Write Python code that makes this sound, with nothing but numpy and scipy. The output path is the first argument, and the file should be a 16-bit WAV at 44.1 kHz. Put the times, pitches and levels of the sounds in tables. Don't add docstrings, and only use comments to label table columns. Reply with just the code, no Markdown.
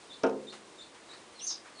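import sys
import numpy as np
from scipy import signal
from scipy.fft import rfft, irfft
from scipy.io import wavfile

SR = 44100
rng = np.random.default_rng(int(sys.argv[2]) if len(sys.argv) > 2 else 0)


def put_to_file(sound):
    columns = np.atleast_2d(sound).T
    safe = np.clip(columns, -1, 1)
    whole_steps = np.round(safe * 32767)
    wavfile.write(sys.argv[1], SR, whole_steps.astype(np.int16))


N = 79380

# freq_hz, relative_db, t60_s
PANE_MODES = [(144, -24.5, 1), (188, -26.5, 1), (215, -11.5, 0.88), (262, -9.5, 0.54), (270.3, -2.5, 0.51),
              (336, -11, 0.66), (373.3, -5.5, 0.71), (381.6, -7, 0.29), (420.5, -9, 0.57), (434, 2, 0.4),
              (462.2, -1.5, 0.39), (465, -6, 0.35), (508, -7, 0.52), (533, -3, 0.51), (617, -10, 0.21),
              (652, 0.5, 0.28), (659, -8.5, 0.32), (701, -4.5, 0.28), (752, -8.5, 0.4), (852, -11, 0.23),
              (905, -5.5, .31), (939, -15, 0.24), (1016, -10.5, 0.32), (1065, -15, 0.3),
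              (1262, -11.5, 0.27), (1300, -21.5, .27), (1415, -5.5, 0.18), (1512, -25, 0.22)]
# centre_hz, level_db, t60_s
RING_BANDS = [(30, -68, 0.53), (70, -65, .4), (145, -65, 0.28), (281, -39.5, 0.41), (457, -33.5, 0.61),
              (690, -35.5, 0.32), (974, -42.5, 0.37), (1400, -38, 0.26), (1900, -52, 0.32),
              (2520, -45, 0.18), (4000, -55, 0.23), (6120, -75, .08), (9000, -70, .08)]
# start_s, level_db
TICK_HITS = [(0.234, -38.5), (0.24, -49), (0.2647, -47), (0.294, -49.5)]
# freq_hz, relative_db
TICK_SPECTRUM = [(60, -25), (800, -18), (2500, 15), (4200, 5.5), (5800, 16.5), (7000, 0.5), (10000, -14)]
# start_s, rise_s, t60_s, level_db, centre_hz, half_width_oct
WING_RUSTLES = [(0.519, 0.011, 0.31, -46, 1050, 1.48), (.944, 0.0049, 0.63, -55.5, 1220, 1.1),
                (1.127, .008, 0.2, -53, 1460, 0.61), (1.496, .015, 0.23, -52, 830, 0.76),
                (1.645, 0.008, 0.6, -53, 1390, 0.76)]
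# start_s, length_s, pitch_hz, level_db, octave_db, skipped_fraction
CHIRP_NOTES = [(.094, 0.052, 3503, -48, -24, 0.0053), (.469, .048, 3607, -47.5, -18, 0.25),
               (.777, .056, 3540, -48.5, -13, 0), (1.079, 0.066, 3764, -51, -15, 0)]
# position_fraction, pitch_ratio, gain_db
CHIRP_CONTOUR = [(0, 1.08, -16.5), (0.199, 1.05, -6), (.43, 1, -2), (0.579, 1.01, -0.5),
                 (0.759, 1.13, -4.5), (.9, 1.22, -5.5), (1, 1.27, -11)]
# start_s, length_s, pitch_hz, level_db, octave_db, skipped_fraction
SLUR_NOTES = [(1.35, .078, 4247, -49.5, -36, 0), (1.752, .07, 4330, -49.5, -19, 0)]
# position_fraction, pitch_ratio, gain_db
SLUR_CONTOUR = [(0, 1.03, -11), (.25, .99, -10.5), (0.499, 1, -2.5), (0.659, .8, 0), (.82, .65, -3.5),
                (1, .63, -5)]
# time_s, pitch_hz, level_db, roughness_fraction
CALL_CONTOUR = [(1.392, 5100, -57, 0.46), (1.411, 5745, -49, 0.18), (1.428, 6050, -43, 0.04),
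                (1.445, 6330, -38.5, 0.04), (1.461, 6380, -44, 0.35), (1.475, 6420, -34.5, 0.83),
                (1.491, 5710, -38, 0.4), (1.508, 5065, -38.5, 0.78), (1.525, 4920, -41, 0.83),
                (1.536, 4665, -51, 0.9)]
# pitch_ratio, clear_db, rough_db
CALL_SIDE_TONES = [(.745, -25, -9.5), (1.462, -12, -32)]
# delay_s, gain_db
GARDEN_ECHOES = [(.0075, -8), (.016, -10.5), (.027, -11), (.039, -31)]
# freq_hz, relative_db
AIR_SPECTRUM = [(15, -56), (25, -24.5), (180, -9), (392, -2), (479, -4.5), (770, -6.5), (830, -7.5),
                (941, -6.5), (1090, -6.5), (1180, -9), (1340, -10.5), (1990, -11.5), (2900, -14),
                (3820, -13), (4440, -15), (6460, -17.5), (9880, -19.5), (12800, -56), (21700, -120)]
# freq_hz, relative_db
HUM_TONES = [(328.4, -70), (387.6, -76), (484.5, -70), (1168, -72)]

KNOCK_S, PANE_RISE_S, PANE_GAIN_DB = 0.2345, 0.005, -27
RING_RISE_S, RING_HOLD_S = 0.00056, 0.01
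TICK_RISE_S, TICK_T60_S = 0.00073, 0.037
NOTE_JITTER, JITTER_PER_BEND, FLUTTER_DB = 0.011, 0.154, 1.1
CALL_WAVER, CALL_JITTER, CALL_RASP_DB = 0.016, 0.051, 3
BUZZ_HZ, BUZZ_DEPTH = 853, 0.1
TAIL_DELAY_S, TAIL_RISE_S, TAIL_T60_S, TAIL_DB = 0.002, 0.03, 0.18, -4.5
AIR_DB, AIR_WANDER_DB = -55, -0.86
HUM_GAIN_DB, HUM_HALF_WIDTH_HZ = -1, 3.1
CUTOFF_HZ = 10000


def window_knock():
    age_s = clock() - KNOCK_S
    pane = sum(undb(db) * np.sin(2 * np.pi * hz * age_s) * burst(KNOCK_S, PANE_RISE_S, t60_s)
               for hz, db, t60_s in PANE_MODES)
    log_centres = np.log([row[0] for row in RING_BANDS])
    ring = 0
    for weights, (_, db, t60_s) in zip(np.eye(len(RING_BANDS)), RING_BANDS):
        band = noise(lambda f: np.interp(np.log(f), log_centres, weights))
        ring += undb(db) * band * burst(KNOCK_S, RING_RISE_S, t60_s, RING_HOLD_S)
    tick_envelope = sum(undb(db) * burst(start_s, TICK_RISE_S, TICK_T60_S) for start_s, db in TICK_HITS)
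    return undb(PANE_GAIN_DB) * pane + ring + coloured(TICK_SPECTRUM) * tick_envelope


def wing_rustles():
    puffs = 0
    for start_s, rise_s, t60_s, db, centre_hz, half_width_oct in WING_RUSTLES:
        feathers = noise(lambda f: 1 / (1 + (np.log2(f / centre_hz) / half_width_oct) ** 2)
                         * f / (f + 200))
        puffs += undb(db) * burst(start_s, rise_s, t60_s) * feathers
    grain_db = wander(rate_hz=140)
    return puffs * undb(grain_db)


def arched_call():
    times_s, *columns = np.array(CALL_CONTOUR).T
    pitch_hz, level_db, roughness = (np.interp(clock(), times_s, column) for column in columns)
    buzz = np.sin(running_phase(BUZZ_HZ * (1 + 0.1 * wander(rate_hz=97))))
    waver = CALL_WAVER * wander(rate_hz=450)
    rasp = roughness * (BUZZ_DEPTH * buzz + CALL_JITTER * wander(rate_hz=700))
    phase = running_phase(pitch_hz * (1 + waver + rasp))
    sides = sum(undb(clear_db + roughness * (rough_db - clear_db)) * np.sin(ratio * phase)
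                for ratio, clear_db, rough_db in CALL_SIDE_TONES)
    envelope = undb(level_db + CALL_RASP_DB * wander(rate_hz=280)) * gate(times_s[0], times_s[-1])
    return np.sqrt(2) * envelope * (np.sin(phase) + sides)


def bird_notes(notes, contour):
    positions, ratios, gains_db = np.array(contour).T
    song = 0
    for start_s, length_s, pitch_hz, level_db, octave_db, skipped in notes:
        position = skipped + (1 - skipped) * (clock() - start_s) / length_s
        bend = np.interp(position, positions, ratios)
        jitter = (NOTE_JITTER + JITTER_PER_BEND * abs(bend - 1)) * wander(rate_hz=700)
        phase = running_phase(pitch_hz * bend * (1 + jitter))
        swell_db = np.interp(position, positions, gains_db) + FLUTTER_DB * wander(rate_hz=200)
        envelope = undb(level_db + swell_db) * gate(start_s, start_s + length_s)
        song += np.sqrt(2) * envelope * (np.sin(phase) + undb(octave_db) * np.sin(2 * phase))
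    return song


def garden_echoes(song):
    tail = rng.standard_normal(N) * burst(TAIL_DELAY_S, TAIL_RISE_S, TAIL_T60_S)
    scattered = signal.fftconvolve(song, tail / np.linalg.norm(tail))[:N]
    echoes = sum(undb(db) * np.pad(song, (int(delay_s * SR), 0))[:N] for delay_s, db in GARDEN_ECHOES)
    return song + echoes + undb(TAIL_DB) * scattered


def background():
    air = coloured(AIR_SPECTRUM) * undb(AIR_DB + AIR_WANDER_DB * wander(rate_hz=3.9))
    hum = sum(undb(db) * noise(lambda f: 1 / (1 + ((f - hz) / HUM_HALF_WIDTH_HZ) ** 2))
              for hz, db in HUM_TONES)
    return air + undb(HUM_GAIN_DB) * hum


def undb(db):
    return 10 ** (np.asarray(db) / 20)


def clock():
    return np.arange(N) / SR


def noise(gain_at):
    freq_hz = np.maximum(np.fft.rfftfreq(N, 1 / SR), 1)
    shaped = irfft(rfft(rng.standard_normal(N)) * gain_at(freq_hz), N)
    return shaped / shaped.std()


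def coloured(spectrum):
    hz, db = np.array(spectrum).T
    return noise(lambda f: undb(np.interp(np.log(f), np.log(hz), db)))


def wander(rate_hz):
    return noise(lambda f: 1 / (1 + (f / rate_hz) ** 2))


def burst(start_s, rise_s, t60_s, hold_s=0):
    age_s = clock() - start_s
    decay_db = -60 * np.maximum(age_s - rise_s - hold_s, 0) / t60_s
    return np.clip(age_s / rise_s, 0, 1) * undb(decay_db)


def running_phase(pitch_hz):
    return 2 * np.pi * np.cumsum(pitch_hz) / SR


def gate(start_s, end_s, fade_s=0.0016):
    return np.clip(np.minimum(clock() - start_s, end_s - clock()) / fade_s, 0, 1)


def scene():
    song = bird_notes(CHIRP_NOTES, CHIRP_CONTOUR) + bird_notes(SLUR_NOTES, SLUR_CONTOUR) + arched_call()
    return (window_knock() + wing_rustles() + garden_echoes(song) + background())[None]


def record(dry):
    return signal.sosfilt(signal.ellip(12, 0.2, 70, CUTOFF_HZ, fs=SR, output="sos"), dry)


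dry = scene()
out = record(dry)
put_to_file(out)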